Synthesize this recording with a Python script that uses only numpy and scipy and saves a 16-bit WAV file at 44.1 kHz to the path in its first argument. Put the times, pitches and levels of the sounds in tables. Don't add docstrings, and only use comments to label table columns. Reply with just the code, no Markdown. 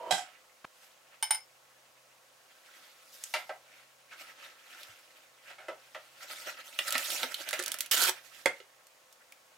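import sys
import numpy as np
from scipy import signal
from scipy.fft import rfft, irfft, next_fast_len
from scipy.io import wavfile
from scipy.ndimage import uniform_filter1d, map_coordinates

SR = 44100
rng = np.random.default_rng(int(sys.argv[2]) if len(sys.argv) > 2 else 0)


def unload_wav(signal):
    wavfile.write(
        sys.argv[1],
        SR,
        np.round(np.clip(np.atleast_2d(signal).T, -1, 1) * 32767).astype(np.int16),
    )


N = 422037

# time_s, left_over_right_db
HAND_PAN = [(0, -12), (.5, -1.5), (6.6, -1.6), (7.1, -5), (8.6, -9), (9, -1)]
# centre_hz, width_hz, level_db
BOX_RESONANCES = [(560, 55, 6), (1120, 55, 2), (1320, 80, 4), (1590, 60, 4), (2000, 60, 3)]
# frequency_hz, level_db
CARD_SPECTRUM = [(150, -23.5), (302, -13), (430, -16.5), (560, -4), (1120, -9), (1300, 2), (2800, 0),
                 (8000, -26), (17600, -120)]
FLEX = .07


def amp(db):
    return 10 ** (np.asarray(db) / 20)


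def unit(x):
    return x / np.sqrt(np.mean(x ** 2) + 1e-20)


def along(points, hz):
    f, v = np.transpose(points)
    return np.interp(np.log(hz + 1), np.log(f + 1), v)


def hand_pan():
    return np.interp(np.arange(N) / SR, *np.transpose(HAND_PAN))


def wobble(rate):
    return map_coordinates(rng.standard_normal(int(N * rate / SR) + 4), [np.arange(N) * rate / SR])


def filtered(x, response):
    n = x.shape[-1]
    m = next_fast_len(n + 8192)
    return irfft(rfft(x, m) * response(np.fft.rfftfreq(m, 1 / SR)), m)[..., :n]


def band(x, lo_hz, hi_hz):
    sos = signal.butter(2, [lo_hz, min(hi_hz, SR / 2.1)], "bandpass", fs=SR, output="sos")
    return signal.sosfilt(sos, x)


def spread(pair, spectrum, alike):
    turn = lambda hz: np.arccos(np.clip(along(alike, hz), -1, 1)) / 2
    colour = lambda hz: amp(along(spectrum, hz)) * [np.cos(turn(hz)), np.sin(turn(hz))]
    mid, side = filtered(pair, colour)
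    return unit(np.array([mid + side, mid - side]))


def add(track, s, sound, pan_db):
    part = track[:, round(s * SR):][:, :sound.shape[-1]]
    part += sound[..., :part.shape[1]] * amp([[pan_db / 2], [-pan_db / 2]])


def resonant(peaks):
    return lambda f: sum((-1) ** k * amp(db) * 1j * f * width / (hz * hz - f * f + 1j * f * width)
                         for k, (hz, width, db) in enumerate(peaks))


def box_response(hz):
    return .5 + resonant(BOX_RESONANCES)(hz)


def struck(blows, modes, clatter, clatter_t60, clatter_hz, attack_s, blur, pan_db):
    track, t = np.zeros((2, N)), np.arange(SR // 3) / SR
    contact = (1 - np.exp(-t / attack_s)) * (1 + 0.73 * np.exp(-t / 0.0063))
    hz, mode_db, t60 = np.transpose(modes)[:, :, None]
    phase_step = np.sqrt(2 * np.pi * blur * hz / SR)
    for s, db in blows:
        wander = np.cumsum(rng.standard_normal((len(modes), len(t))), axis=1) * phase_step
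        strength_db = mode_db + rng.normal(0, 1.5, mode_db.shape)
        ring = np.sum(amp(strength_db - 60 * t / t60) * np.sin(2 * np.pi * hz * t + wander), axis=0)
        noise = unit(band(band(rng.standard_normal(len(t)), 780, clatter_hz), 350, clatter_hz))
        rattle = clatter * amp(-60 * t / clatter_t60) * noise
        add(track, s, amp(db) * (ring + rattle) * contact, pan_db)
    return track


def slips(per_s, scatter_db, clump_db, smooth, patchy_db):
    sizes = (rng.random(N) < per_s / SR) * amp(scatter_db * rng.uniform(-1, 1, N))
    gate = unit(signal.lfilter([1], [1, -np.exp(-1 / (.0004 * SR))], sizes))
    clumps = unit((gate + smooth) * amp(clump_db * wobble(35)))
    z = signal.stft(clumps * rng.standard_normal((2, N)), nperseg=256)[2]
    patches = uniform_filter1d(uniform_filter1d(rng.standard_normal(z.shape[1:]), 5, 0), 6, 1)
    return signal.istft(z * amp(patchy_db * unit(patches)), nperseg=256)[1][:, :N]


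def swells(strokes):
    loudest_s, length_s, *levels = np.transpose(strokes)[:, :, None]
    t = np.arange(0, N + 64, 64) / SR
    rise_share, ends_db, roundness = 0.57, -12, 1.4
    away = np.where(t < loudest_s, (loudest_s - t) / rise_share, (t - loudest_s) / (1 - rise_share))
    shape_db = ends_db * (away / length_s) ** roundness
    gains = [np.linalg.norm(amp(db + shape_db), axis=0) for db in levels]
    return [np.interp(np.arange(N) / SR, t, gain) for gain in gains]


def flexing(grains, boxy):
    hz, t, z = signal.stft(grains, SR, nperseg=1024)
    grip = 1 + FLEX * np.interp(t, np.arange(N) / SR, wobble(2.9))
    colour = np.abs(1 + boxy * box_response(hz[:, None] * grip))
    return signal.istft(z * colour, SR, nperseg=1024)[1][:, :N]


def rubbing(grains, body_gain, crackle_gain, body_spectrum, boxy):
    # frequency_hz, level_db
    film_spectrum = [(1800, -30), (3500, -3), (5000, 0), (9000, -3), (14500, -5), (16500, -15)]
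    # frequency_hz, correlation
    alike = [(100, 0.58), (600, 1), (2500, 0.2), (12000, 1)]
    held = flexing(grains, boxy) if boxy else grains
    body = body_gain * spread(held, body_spectrum, alike)
    crackle = crackle_gain * spread(grains, film_spectrum, alike)
    pan_db = hand_pan()
    return (body + crackle) * amp([pan_db / 2, -pan_db / 2])


def room_hiss():
    # frequency_hz, level_db
    spectrum = [(25, -22), (123, -14.5), (414, -7), (572, 1), (1060, -1.5), (1870, -7.5), (6490, -8),
                (15800, -17.5)]
    # frequency_hz, correlation
    alike = [(60, 1), (380, 0.55), (2380, 0.02), (15000, 1)]
    return amp(-63.5) * spread(rng.standard_normal((2, N)), spectrum, alike)


def appliance():
    # pitch_hz, rms_db
    whine = [(516.8, -79), (1098, -80), (6702, -86.5)]
    hum_hz, swell_s, first_null_s = 129.2, 2.13, 0.61
    t = np.arange(N) / SR
    tones = sum(np.sqrt(2) * amp(db + 0.71 * wobble(1.1)) * np.sin(2 * np.pi * hz * t)
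                for hz, db in whine)
    beat = np.sin(np.pi * (t - first_null_s) / swell_s)
    return tones + amp(-82) * beat * np.sin(2 * np.pi * hum_hz * t)


def dish():
    # start_s, level_db
    landings = [(.108, -17.5), (.122, -24), (.142, -27), (.18, -32)]
    # pitch_hz, level_db, t60_s
    modes = [(738, -6, 0.12), (791, -12, 0.13), (1550, -17, 0.17), (1990, -17, 0.06), (2490, -20, 0.09),
             (3210, -15, 0.17), (3930, -12, 0.09), (5240, -21, .2), (7280, -22, 0.25), (7740, -19, 0.16)]
    # centre_hz, width_hz, level_db
    drone = [(484, 65, -4), (655, 38, -0.5), (956, 54, -1), (3100, 34, -16.5)]
    swell_db_per_s, stop_t60_s = 53, 0.052
    t, landing_s = np.arange(N) / SR, landings[0][0]
    slide_db = -48 + swell_db_per_s * np.minimum(t, landing_s)
    slide_db -= 60 * np.maximum(t - landing_s, 0) / stop_t60_s
    scrape = amp(slide_db + 2.2 * wobble(73)) * unit(filtered(rng.standard_normal(N), resonant(drone)))
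    ring = struck(landings, modes, clatter=0.15, clatter_t60=0.24, clatter_hz=10260,
                  attack_s=0.0017, blur=0.016, pan_db=-10)
    return scrape * amp([[-2.5], [2.5]]) + ring


def rummaging():
    # loudest_s, length_s, body_db, crackle_db
    strokes = [(.2, 0.43, -55, -87), (.845, 0.2, -63.5, -64), (1.14, 0.11, -60, -91),
               (2.83, 0.65, -59.5, -65), (3.03, 0.017, -59, -66.5), (3.148, 0.06, -65, -53.5),
               (3.23, 0.12, -59, -65), (3.31, 0.44, -65.5, -54.5), (3.76, 0.32, -60, -71),
               (4.135, 0.054, -50.5, -63), (4.215, 0.082, -50.5, -55), (4.29, 0.13, -52.5, -63),
               (4.45, 0.2, -51.5, -62), (4.72, 0.49, -57, -69), (4.83, 0.33, -55, -59.5),
               (4.95, 0.61, -61, -67), (5.2, 0.17, -61, -69), (5.51, 0.14, -51.5, -64),
               (6.05, 1, -61.5, -67), (8.172, 0.097, -54, -60), (8.275, 0.12, -60.5, -60),
               (8.39, 0.18, -57.5, -59), (8.57, 0.1, -58, -64.5)]
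    grains = slips(per_s=800, scatter_db=5, clump_db=1.2, smooth=4, patchy_db=2.5)
    body, crackle = swells(strokes)
    return rubbing(grains, np.hypot(body, amp(-69)), crackle, CARD_SPECTRUM, boxy=.2)


def worktop_thumps():
    # start_s, level_db, pitch_hz
    thumps = [(0.119, -49.5, 99), (0.125, -41, 183), (4.891, -58, 106), (6.95, -43.5, 257),
              (7.238, -42, 260), (7.59, -36, 359), (8.085, -36.5, 370)]
    track, t = np.zeros((2, N)), np.arange(SR // 3) / SR
    fade = amp(-60 * t / 0.13) * (1 - np.exp(-t / 0.0033))
    for s, db, hz in thumps:
        add(track, s, amp(db) * fade * np.sin(2 * np.pi * hz * t), pan_db=0)
    return track


def dull_knock():
    # start_s, level_db, length_s
    knocks = [(.643, -39, .0098)]
    track = np.zeros((2, N))
    for s, db, length_s in knocks:
        t = np.arange(round(length_s * SR)) / SR
        noise = unit(band(rng.standard_normal(SR // 10), 250, 1900))[:len(t)]
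        gate = (1 - np.exp(-t / 0.0029)) * (1 - np.exp((t - length_s) / 0.00043))
        add(track, s, amp(db) * noise * gate, pan_db=-1)
    return track


def knife_on_bowl():
    # start_s, level_db
    clinks = [(1.2256, -23), (1.3069, -20), (1.3458, -32)]
    # pitch_hz, level_db, t60_s
    modes = [(793, -17, .07), (858, -9, .09), (1530, -13, .06), (2105, -11, .08), (2240, -15, .12),
             (3050, -15, .07), (3750, -19, .065), (5190, -15, .24), (9095, 1, .055), (9204, -7, .09),
             (14010, -18, .09)]
    ring = struck(clinks, modes, clatter=0.26, clatter_t60=0.065, clatter_hz=8000,
                  attack_s=0.001, blur=0.004, pan_db=-2.5)
    return band(ring, 890, 20000)


def film_snaps():
    # start_s, click_db, body_over_click_db, body_hz
    snaps = [(3.238, -28, 0, 6860), (4.832, -37.5, 1, 3980), (6.7891, -21, 4.5, 2950),
             (6.9062, -19.5, -18, 2400), (6.924, -16, -12, 4360), (6.98, -18.5, -7, 2900),
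             (7.104, -25.5, 1.5, 3640), (7.2308, -24.5, 3, 3300), (7.343, -24.5, -0.5, 3400),
             (7.4887, -22, -8.5, 3820), (7.5087, -26, -6.5, 1620), (7.538, -23, -3.5, 1900),
             (7.598, -24.5, -4, 1480), (7.6254, -25.5, -8, 3980), (7.637, -24, -14, 2510),
             (7.6608, -21, -9, 3920), (7.6798, -21.5, -30, 4050), (7.7177, -18, -35, 1610),
             (7.742, -23.5, -8.5, 1440), (7.7871, -26.5, -26, 3070), (7.8065, -16, -35, 3060),
             (7.861, -33, -22, 4000), (7.912, -19.5, -6, 4770), (8.869, -41.5, -30, 3750),
             (9.1266, -43, -33, 3030), (9.3218, -40.5, -3, 2170)]
    track, t = np.zeros((2, N)), np.arange(SR // 10) / SR
    pan_db = hand_pan()
    unit_peak = lambda x: x / np.abs(x).max()
    rise = 1 - np.exp(-t / 0.00017)
    spike = 1 + 1.5 * np.exp(-t / .0015)
    for s, db, body_db, hz in snaps:
        wide_noise = rng.standard_normal(len(t)) + 0.64 * rng.standard_normal((2, len(t)))
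        click = unit_peak(rise * spike * amp(-60 * t / 0.035) * band(wide_noise, 2300, 13500))
        pitched_noise = band(rng.standard_normal(len(t)), hz / 1.2, hz * 1.2)
        body = unit_peak(rise * amp(-60 * t / 0.028) * pitched_noise)
        add(track, s, amp(db) * (click + amp(body_db) * body), pan_db[round(s * SR)])
    return track


def box_knocks():
    # start_s, level_db, thud_db, edge_db, t60_s, body_hz, thud_hz
    knocks = [(3.3383, -31.5, -9, -13.5, 0.22, 2200, 700), (3.493, -36, -1.5, -23, 0.11, 1300, 647),
              (4.119, -48, -28, -22, 0.16, 1870, 720), (5.504, -46.5, -9, -15, 0.08, 1330, 540),
              (5.583, -50.5, -6, -17, 0.48, 1670, 593), (5.683, -39, 2.5, -17.5, 0.14, 1580, 580),
              (5.9465, -40.5, -4.5, -19, 0.12, 1800, 586), (6.299, -40.5, -20, -18, 0.087, 1340, 563),
              (6.79, -27, -12, -17, 0.031, 1900, 600), (6.9531, -22.5, -12.5, -13, 0.034, 1600, 633),
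              (7.232, -27, -7.5, -17, 0.051, 1530, 530), (7.5294, -31.5, -7, -3.5, 0.06, 1900, 574),
              (7.591, -36.5, -6.5, 0.5, 0.11, 1830, 530), (8.458, -22, -7, -10, 0.062, 1570, 534),
              (8.601, -48.5, -5, -21, 0.052, 2180, 420)]
    track, t = np.zeros((2, N)), np.arange(SR // 3) / SR
    pan_db = hand_pan()
    noise = lambda: rng.standard_normal(len(t))
    for s, db, thud_db, edge_db, t60, body_hz, thud_hz in knocks:
        hardness = min(amp(edge_db) * 4, 1)
        rise = 1 - np.exp(-t / (0.00075 + 0.00051 * (1 - hardness)))
        crack = 1 + 2.5 * hardness * np.exp(-t / 0.002)
        grip = 1 + FLEX * rng.uniform(-1.6, 1)
        rattle = unit(filtered(noise(), lambda hz: box_response(hz * grip)))
        thud = amp(thud_db - 60 * t / (1.27 * t60)) * unit(band(noise(), thud_hz / 1.19, thud_hz * 1.3))
        body = amp(-60 * t / t60) * unit(band(rattle, body_hz / 1.6, body_hz * 1.86))
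        edge = amp(edge_db - 60 * t / (0.5 * t60)) * unit(band(band(noise(), 4200, 10300), 3100, 15000))
        add(track, s, amp(db) * (thud + crack * (body + edge)) * rise, pan_db[round(s * SR)])
    return track


def set_aside():
    # start_s, level_db
    blows = [(3.3385, -30)]
    # pitch_hz, level_db, t60_s
    modes = [(945, -8, 0.13), (1610, -4, 0.088), (2100, -14, 0.4), (2290, -1, 0.13), (2780, -1, 0.061),
             (4813, -14, 0.15), (9448, -18, .17)]
    return struck(blows, modes, clatter=0.25, clatter_t60=.09, clatter_hz=13000,
                  attack_s=.001, blur=0.0051, pan_db=4)


def film_pull():
    # loudest_s, length_s, body_db, crackle_db
    jerks = [(6.235, 0.093, -48, -53.5), (6.32, 0.069, -44, -47.5), (6.41, 0.22, -53, -51.5),
             (6.49, 0.12, -43, -50.5), (6.6, 0.083, -47.5, -58), (6.68, 0.1, -53, -54),
             (6.82, 0.16, -46.5, -48.5), (6.885, 0.043, -38.5, -37.5), (6.965, 0.12, -36, -65),
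             (7.11, 0.31, -40.5, -37), (7.225, 0.11, -40, -41), (7.32, 0.049, -43, -49),
             (7.405, 0.11, -44, -48.5), (7.49, 0.048, -38.5, -48.5), (7.56, 0.14, -45.5, -51),
             (7.7, 0.31, -47.5, -61), (7.85, 0.12, -53.5, -59)]
    grains = slips(per_s=400, scatter_db=6, clump_db=1.3, smooth=3, patchy_db=3.5)
    return rubbing(grains, *swells(jerks), CARD_SPECTRUM, boxy=.45)


def film_rip():
    # start_s, length_s, body_db, crackle_db, singing_db, singing_hz
    tugs = [(7.911, 0.039, -32.5, -29, -43, 3040), (7.964, 0.094, -34, -32, -43, 1430),
            (8.066, 0.03, -32.5, -32.5, -38.5, 3280)]
    # frequency_hz, level_db
    taut_spectrum = [(150, -28), (560, -9.5), (1150, -7), (1480, 0), (1850, -3), (3200, -4), (6000, -21)]
    attack_s, release_t60_s, band_ratio = 0.0026, 0.061, 1.09
    start_s, length_s, body_db, crackle_db, singing_db, singing_hz = np.transpose(tugs)[:, :, None]
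    grains = slips(per_s=1000, scatter_db=7.5, clump_db=.8, smooth=1.4, patchy_db=1.8)
    t = np.arange(N) / SR - start_s
    shape = np.clip(t / attack_s, 0, 1) * amp(-60 * np.maximum(t - length_s, 0) / release_t60_s)
    body, crackle = [np.linalg.norm(amp(db) * shape, axis=0) for db in (body_db, crackle_db)]
    notes = [unit(band(grains[0], hz / band_ratio, hz * band_ratio)) for hz, in singing_hz]
    singing = np.sum(amp(singing_db) * shape * notes, axis=0) * amp([[3], [-3]])
    return rubbing(grains, body, crackle, taut_spectrum, boxy=0) + singing


def box_drop():
    # start_s, level_db
    blows = [(8.4585, -23)]
    lowest_hz, _, lowest_db = BOX_RESONANCES[0]
    modes = [(hz, db - 20 * np.log10(hz / lowest_hz) - lowest_db, np.log(1000) / (np.pi * width))
             for hz, width, db in BOX_RESONANCES]
    return struck(blows, modes, clatter=0.037, clatter_t60=0.057, clatter_hz=5000,
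                  attack_s=0.00044, blur=0.0035, pan_db=-4.5)


def kitchen_reverb(x):
    # frequency_hz, t60_s
    decay = [(200, 0.19), (2000, 0.2), (12000, 0.14)]
    hz, t, z = signal.stft(rng.standard_normal((2, SR // 2)), SR, nperseg=256)
    shared = 1 / (1 + (hz[:, None] / 900) ** 2)
    z = np.array([z[0], np.sqrt(shared) * z[0] + np.sqrt(1 - shared) * z[1]])
    tail = signal.istft(z * amp(-60 * t / along(decay, hz)[:, None]), SR, nperseg=256)[1]
    delayed = np.pad(x.mean(0), (130, 0))[None]
    return signal.fftconvolve(delayed, tail / np.linalg.norm(tail[0]), axes=1)[:, :N]


def scene():
    hits = dish() + knife_on_bowl() + set_aside() + box_drop() + box_knocks()
    rustle = rummaging() + film_pull() + film_rip() + film_snaps()
    room = kitchen_reverb(amp(-4.0) * hits + amp(-7.5) * rustle)
    handling = band(hits + rustle + room, 115, 22000)
    return handling + dull_knock() + worktop_thumps() + appliance() + room_hiss()


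def record(dry):
    return filtered(dry, lambda hz: hz < 15900)


dry = scene()
out = record(dry)
unload_wav(out)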